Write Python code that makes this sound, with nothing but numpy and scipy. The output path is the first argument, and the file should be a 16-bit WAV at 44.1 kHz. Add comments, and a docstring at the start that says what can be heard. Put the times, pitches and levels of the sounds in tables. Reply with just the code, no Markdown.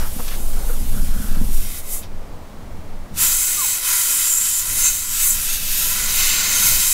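"""Air tank drain valve under a truck

Under a parked truck a hand works a leaking valve: a thin hiss, a pause, then a hard jet that the fingers deflect.
Leak and jet are coloured noise with resonances and short echoes for the steel; a sliding sine makes a squeak.
Low noise buffets the hand-held microphone, band noise rustles and damped sines knock on its housing.
A faint, steady noise is the quiet of the workshop.
"""
import sys
import numpy as np
from scipy import signal
from scipy.fft import rfft, irfft, next_fast_len
from scipy.io import wavfile
from scipy.ndimage import uniform_filter1d

SR = 44100
rng = np.random.default_rng(int(sys.argv[2]) if len(sys.argv) > 2 else 0)


def wav_record(signal):
    """Record a signal, one row per channel, as 16-bit PCM in the file named by sys.argv[1]."""
    frames = np.transpose(np.atleast_2d(signal))
    bounded = np.clip(frames, -1, 1)
    # unit amplitude maps onto the largest positive 16-bit level
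    quanta = np.round(bounded * 32767).astype(np.int16)
    wavfile.write(sys.argv[1], SR, quanta)


N = 305833  # samples
HZ = np.arange(next_fast_len(N) // 2 + 1) * SR / next_fast_len(N) + 1e-3  # just above 0, so its log exists
# borders between the bands of the moving air
DRONE_TOP_HZ, ROAR_TOP_HZ, CORE_TOP_HZ = 2260, 6090, 8510
OPENING_S = .03  # fade of the jet's start and of the leak's end


def undb(db):
    """Turn decibels into a gain."""
    return 10 ** (np.asarray(db) / 20)


def curve(table):
    """Draw straight lines through a table that starts with t/s; give each other column at every sample."""
    s, *columns = np.transpose(table)
    return [np.interp(np.arange(N) / SR, s, c) for c in columns]


def shape(x, gain):
    """Filter a sound by a gain given at the frequencies HZ."""
    return irfft(rfft(x, next_fast_len(N)) * gain, next_fast_len(N))[:N]


def slope(points):
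    """Join (f/Hz, level/dB) points on a log-frequency axis into a gain."""
    hz, db = np.transpose(points)
    return undb(np.interp(np.log(HZ), np.log(hz), db))


def noise(colour, lo_hz=1, hi_hz=17000):
    """Make coloured noise between two soft edges, rms 1."""
    low_edge = np.exp(-np.logaddexp(0, 20 * np.log(lo_hz / HZ)) / 2)
    high_edge = np.exp(-np.logaddexp(0, 20 * np.log(HZ / hi_hz)) / 2)
    spectrum = rng.standard_normal((len(HZ), 2)) @ [1, 1j]
    x = irfft(colour * low_edge * high_edge * spectrum, next_fast_len(N))[:N]
    return x / np.std(x)


def walk(rate):
    """Wander at random: levels held 1 / rate seconds and smoothed twice; spread near 1."""
    hold = int(SR / rate)
    steps = np.repeat(rng.standard_normal(N // hold + 1), hold)
    return uniform_filter1d(uniform_filter1d(steps, hold), hold)[:N] * 4 / 3


def peak(hz, width):
    """One resonance, gain 1 at its centre and 1/2 at half the width to either side."""
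    return 1 / (1 + (2 * (HZ - hz) / width) ** 2)


def ringing(modes):
    """Let narrow resonances stand above broad noise of gain 1."""
    return 1 + sum(undb(db) / 2 * peak(hz, width) for hz, width, db in modes)


def whistle(hz, width):
    """Make a narrow band of noise whose centre may move."""
    turn = 2 * np.pi * np.cumsum(hz) / SR
    return noise(peak(0, width)) * np.cos(turn) + noise(peak(0, width)) * np.sin(turn)


def leak():
    """A small flow, airy and bright, that stops when the valve seats."""
    # the thin leak until it closes: t/s, hiss level/dB, low edge over the hiss/dB
    leak_levels = [(0.0, -35, -1), (0.1, -35, -9), (0.33, -34, -5), (0.4, -35.5, -8), (1.51, -35.5, -7),
                   (1.55, -30, -9), (1.61, -33, -6), (1.79, -31.5, -8), (1.82, -42, -9),
                   (1.94, -24.5, -14.5), (1.99, -31, -14), (2.01, -41, -11), (2.035, -47, 7),
                   (2.07, -64, 11)]
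    # colour of the leaking air: f/Hz, level/dB per Hz
    leak_colour = [(1200, -9.5), (1800, -10.5), (3000, -7), (4500, -7.5), (6000, -6.5), (9000, -3),
                   (12500, -1.5), (15700, -7.5)]
    # resonances of the touched leak: f/Hz, width/Hz, strength/dB (0 dB adds half the plain gain)
    leak_ring = [(2110, 100, 13), (2620, 89, 8), (3700, 120, 9), (5650, 200, 2)]
    touch_s = 1.53  # fingers at the valve: from here the leak rings

    hiss_db, edge_db = curve(list(leak_levels) + [(leak_levels[-1][0] + OPENING_S, -90, 0)])
    colour = slope(leak_colour)
    touched = np.arange(N) / SR > touch_s
    hiss = noise(colour, ROAR_TOP_HZ) * undb(.85 * walk(23))
    ringing_edge = noise(colour * ringing(leak_ring), 1100, ROAR_TOP_HZ)
    plain_edge = noise(colour, 1100, ROAR_TOP_HZ)
    edge = np.where(touched, ringing_edge, plain_edge)
    return (hiss + edge * undb(edge_db + 0.54 * walk(14.7))) * undb(hiss_db)


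def chassis(x):
    """Tanks and frame give dense short echoes, duller than the air; the pattern shifts as hand and mic move."""
    t60_s, echo_db, dull_hz = 0.087, -6, 8000  # time to fall by 60 dB, level of the lows, where the treble fades
    t = np.arange(4000) / SR
    turn = np.pi * walk(2.5)
    dull = undb(echo_db) / np.sqrt(1 + (HZ / dull_hz) ** 2)
    echoes = 0
    for share in np.cos(turn), np.sin(turn):  # blend two echo patterns
        echo = rng.standard_normal(len(t)) * 1000 ** (-t / t60_s)
        echo_gain = rfft(echo / np.linalg.norm(echo), next_fast_len(N))
        echoes = echoes + share * shape(x, dull * echo_gain)
    return shape(x + echoes, 1 / np.sqrt(1 + dull ** 2))  # make up for the added power


def buffet():
    """Air on the microphone: slow, gusty pressure swings on the diaphragm."""
    # levels: t/s, deep buffeting/dB, boom of the housing/dB, murmur of the shop/dB
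    buffet_levels = [(0.0, -14, -34, -35), (0.08, -16, -40, -42), (0.65, -14.5, -37, -41),
                     (0.85, -12, -31, -44), (1.45, -11, -30, -42), (1.6, -13, -37, -46),
                     (1.75, -25, -40, -45), (3.26, -26.5, -38.5, -44), (3.42, -31, -46, -51),
                     (3.74, -41, -50, -48), (4.55, -37, -47, -53), (4.78, -25, -41, -46),
                     (5.06, -29, -45, -54), (5.92, -24.5, -40.5, -45), (6.74, -25, -35, -43),
                     (6.93, -29.5, -47, -52)]
    # colour of all three: f/Hz, level/dB per Hz
    buffet_colour = [(2, -10), (5, 0.5), (16, 9.5), (28, -7), (36, -13), (54, -10), (90, -19), (145, -25.5),
                     (205, -24), (310, -33), (620, -33.5), (900, -36.5), (1300, -47)]

    deep_db, boom_db, murmur_db = curve(buffet_levels)
    colour = slope(buffet_colour)
    deep = noise(colour, 3.3, 54.7) * undb(deep_db + 1.6 * walk(7.8))
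    boom = noise(colour, 67, 305) * undb(boom_db + 1.6 * walk(12))
    murmur = noise(colour, 285, 1500) * undb(murmur_db + 1.2 * walk(10))
    return deep + boom + murmur


def workshop():
    """The quiet of the room: steady, faint coloured noise."""
    # colour of the room: f/Hz, level/dB per Hz
    shop_colour = [(530, -45), (900, -11.5), (1120, -9.5), (1350, -13.5), (2230, -15.5), (2490, -19),
                   (15700, -29)]
    return undb(-49) * noise(slope(shop_colour), 990)


def rustles():
    """Cloth of sleeve and grip rubbing: each rub is a swell of band noise."""
    # rubs: middle t/s, level/dB, centre f/Hz, half width/log frequency, length/s
    rubs = [(0.03, -36, 1200, 0.37, 0.1), (.2, -34, 800, .5, 0.024), (0.284, -31, 2200, 1, .015),
            (0.325, -38, 1480, .7, .05), (0.353, -40, 2500, 0.82, .02), (.58, -45, 1400, .12, .08),
            (.71, -41, 1400, 0.19, 0.085), (.98, -45, 1420, 0.12, 0.13), (1.2, -43, 1440, 0.13, 0.22),
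            (1.35, -44.5, 1490, .15, 0.14)]

    t, out = np.arange(2 * SR) / SR, np.zeros(N)
    white = rng.standard_normal(len(t))
    for at, db, hz, width, length in rubs:
        band = signal.butter(2, hz * np.exp([-width, width]), "band", fs=SR, output="sos")
        rub = signal.sosfilt(band, white)
        swell = np.exp(-(2 * (t - at) / length) ** 2)
        out[:len(t)] += undb(db) * rub / np.std(rub) * swell
    return out


def knocks():
    """Knocks of the grip ring the housing as fading sines; brighter ones reach its upper modes."""
    # knocks: t/s, level/dB, brightness/gain per octave upward
    hits = [(0.162, -25.5, .1), (.194, -30, 0.69), (.4, -31, 0.1), (.673, -48, 1.6), (.695, -41.5, 3.1),
            (.94, -28, 0.33), (1.161, -25, 0.27), (1.199, -24.5, 0.09), (1.235, -23, 0),
            (1.312, -22.5, 0.033), (1.368, -26, 0.23), (1.412, -17.5, 0.033)]
    # modes of the housing: f/Hz, level/dB, time to fall by 60 dB/s
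    housing = [(200, 0, 0.102), (233, 5.5, 0.097), (485, 4, 0.1), (950, -14, .04), (1410, -16, .05)]

    t, out = np.arange(SR // 5) / SR, np.zeros(N)
    for at, db, bright in hits:
        ring = 0
        for hz, mode_db, t60 in housing:
            gain = undb(mode_db) * bright ** np.log2(hz / housing[0][0])
            ring = ring + gain * np.sin(2 * np.pi * hz * t) * 1000 ** (-t / t60)
        start = int(at * SR)
        out[start:start + len(t)] += undb(db) * ring * (1 - np.exp(-t / 0.0019))  # soft contact
    return out


def jet():
    """Turbulent air from the pushed valve: all parts share the eddies that make the flow flutter."""
    # the flow: t/s, fine top hiss/dB, then over it: whistling core/dB, roar on hand and tank/dB
    jet_levels = [(3.14, -51, -1, -2), (3.18, -25, -4, -8), (3.22, -15, -1, -9), (3.29, -18, -1, -9),
                  (3.59, -21, -2, -9), (3.74, -23, -1, -6), (3.81, -27, -7, -6), (3.89, -21, -4, -5),
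                  (4.03, -19, -2, -9), (4.21, -20, -2, -7), (4.34, -22, 2, -11), (4.59, -21, -1, -9),
                  (4.64, -27, -3, -6), (4.81, -16, -4, -11), (4.87, -22, 7, -4), (4.92, -24, 0, -8),
                  (5.08, -29, -1, -8), (5.22, -19, -1, -8), (5.28, -15, -5, -15), (5.31, -20, 3, -13),
                  (5.37, -26, -4, -7), (5.42, -23, -6, -9), (5.54, -22, -2, -5), (5.59, -26, -5, -5),
                  (5.84, -22, -4, -6), (6.09, -21, -3, -1), (6.16, -20, -4, -7), (6.2, -21, -1, 0),
                  (6.46, -23, 1, 2), (6.62, -19, -3, -5), (6.67, -15, -3, -5), (6.93, -21, -2, -7)]
    # how the hand turns the jet: t/s, hollow drone of the tanks over the roar/dB,
    # ring of the lower cavity over the core/dB, upper cavity f/Hz, tilt of the top hiss/dB per octave
    hand = [(3.2, -5, -17, 7400, 1), (3.4, -8, -17, 7550, 2), (3.75, -7.5, -17, 7700, 3),
            (3.9, -4.5, -9, 7200, 0), (4.1, -8, -15, 7600, 0), (4.33, -6.5, -22, 7250, -1),
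            (4.46, -7, -16, 7600, -2), (4.58, -8, -11, 7250, -2), (4.88, -8, -3, 7300, 1),
            (5.05, -8.5, -15, 7550, 5), (5.3, -6, -18, 7850, -2), (5.5, -10, -4, 7400, 3),
            (6.0, -7.5, -6, 7200, 3), (6.45, -8, -2, 7200, 5), (6.7, -9, -3, 7550, 7),
            (6.93, -9.5, -6, 7500, 3)]
    # colour of the jet: f/Hz, level/dB per Hz
    jet_colour = [(410, -51), (700, -9), (885, -29.5), (957, -13), (1240, -16), (1360, -10), (2290, -12),
                  (2510, -11), (5540, -7.5), (7380, -2), (9090, -2.5), (13600, -0.5), (15700, -3.5)]
    # hollow steel parts that the air excites: f/Hz, width/Hz, strength/dB (0 dB adds half the plain gain)
    steel = [(1000, 38, 2), (1354, 73, 2), (2070, 160, 5), (2594, 160, 6.5), (3030, 55, 4.5),
             (3600, 95, -15), (3835, 130, 3.5), (4450, 60, -9), (5830, 100, -2.5), (8430, 150, -12),
             (9740, 150, -7), (9800, 160, -1), (10570, 110, 0), (12600, 200, -6), (13300, 490, -1)]
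    lower_hz, lower_width_hz, upper_width_hz = 6450, 540, 520
    top_middle_hz = 11400  # the top hiss tilts about here

    opening = (jet_levels[0][0] - OPENING_S, -90, 0, 0)
    flow_db, core_db, roar_db = curve([opening] + list(jet_levels))
    drone_db, lower_db, upper_hz, tilt_db = curve(hand)
    colour = slope(jet_colour) * ringing(steel)

    # the upper cavity rings more as the core stands out, up to a limit
    upper_db = np.minimum(-2 + 1.5 * core_db, 1.1)
    lower_ring = noise(peak(lower_hz, lower_width_hz))
    upper_ring = whistle(upper_hz * (1 + .01 * walk(9)), upper_width_hz)
    core = noise(colour, ROAR_TOP_HZ, CORE_TOP_HZ)
    core += undb(lower_db + 1.5 * walk(12)) * lower_ring
    core += undb(upper_db + 1.5 * walk(12)) * upper_ring
    core /= np.sqrt(1 + undb(2 * lower_db) + undb(2 * upper_db))  # the rings share the core's power

    roar = noise(colour, DRONE_TOP_HZ, ROAR_TOP_HZ) * undb(roar_db + 0.76 * walk(15))
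    drone = noise(colour, 823, DRONE_TOP_HZ) * undb(roar_db + drone_db + 0.7 * walk(12))
    top = noise(colour, CORE_TOP_HZ, top_middle_hz) * undb(-tilt_db / 4 + 0.67 * walk(22.1))
    top += noise(colour, top_middle_hz) * undb(tilt_db / 4 + 0.7 * walk(25))
    flutter_db = 0.9 * walk(14) + 0.61 * walk(300)
    return (core * undb(core_db) + roar + drone + top / np.sqrt(2)) * undb(flow_db + flutter_db)


def squeak():
    """The valve seat squeaks: a slightly rough sine slides down ever faster, falters once and breaks off."""
    start_s, length_s, level_db = 3.57, .09, -31.5
    from_hz, to_hz, bend = 1225, 880, 1.45  # a bend above 1 speeds up the slide
    catch_s, catch_length_s = 3.61, .006  # where it falters

    t = np.arange(N) / SR
    done = np.clip((t - start_s) / length_s, 0, 1)  # share of the squeak that is over
    hz = from_hz + (to_hz - from_hz) * done ** bend
    swell = np.sqrt(np.abs(np.sin(np.pi * done))) * (done < 1)
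    falter = 1 - .6 * np.exp(-((t - catch_s) / catch_length_s) ** 2)
    level = np.sqrt(2) * undb(level_db + 1.5 * walk(90))
    rough_hz = hz * (1 + (0.004 + 0.04 * done ** 3) * walk(150))  # rougher toward the end
    return swell * falter * level * np.sin(2 * np.pi * np.cumsum(rough_hz) / SR)


def scene():
    """Place all sources at the centre; a faint smeared copy makes left and right differ slightly."""
    mid = chassis(leak() + jet()) + buffet() + workshop() + rustles() + knocks() + squeak()
    smear = rng.standard_normal(900)
    side = undb(-38) * signal.fftconvolve(mid, smear / np.linalg.norm(smear))[:N]
    return np.array([mid + side, mid - side])


def record(dry):
    """The loudest peaks are rounded softly; the path cuts the top steeply."""
    top_hz = 15720
    steep_cut = signal.ellip(14, .2, 85, top_hz, fs=SR, output="sos")
    return signal.sosfilt(steep_cut, np.tanh(dry))


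dry = scene()
out = record(dry)
wav_record(out)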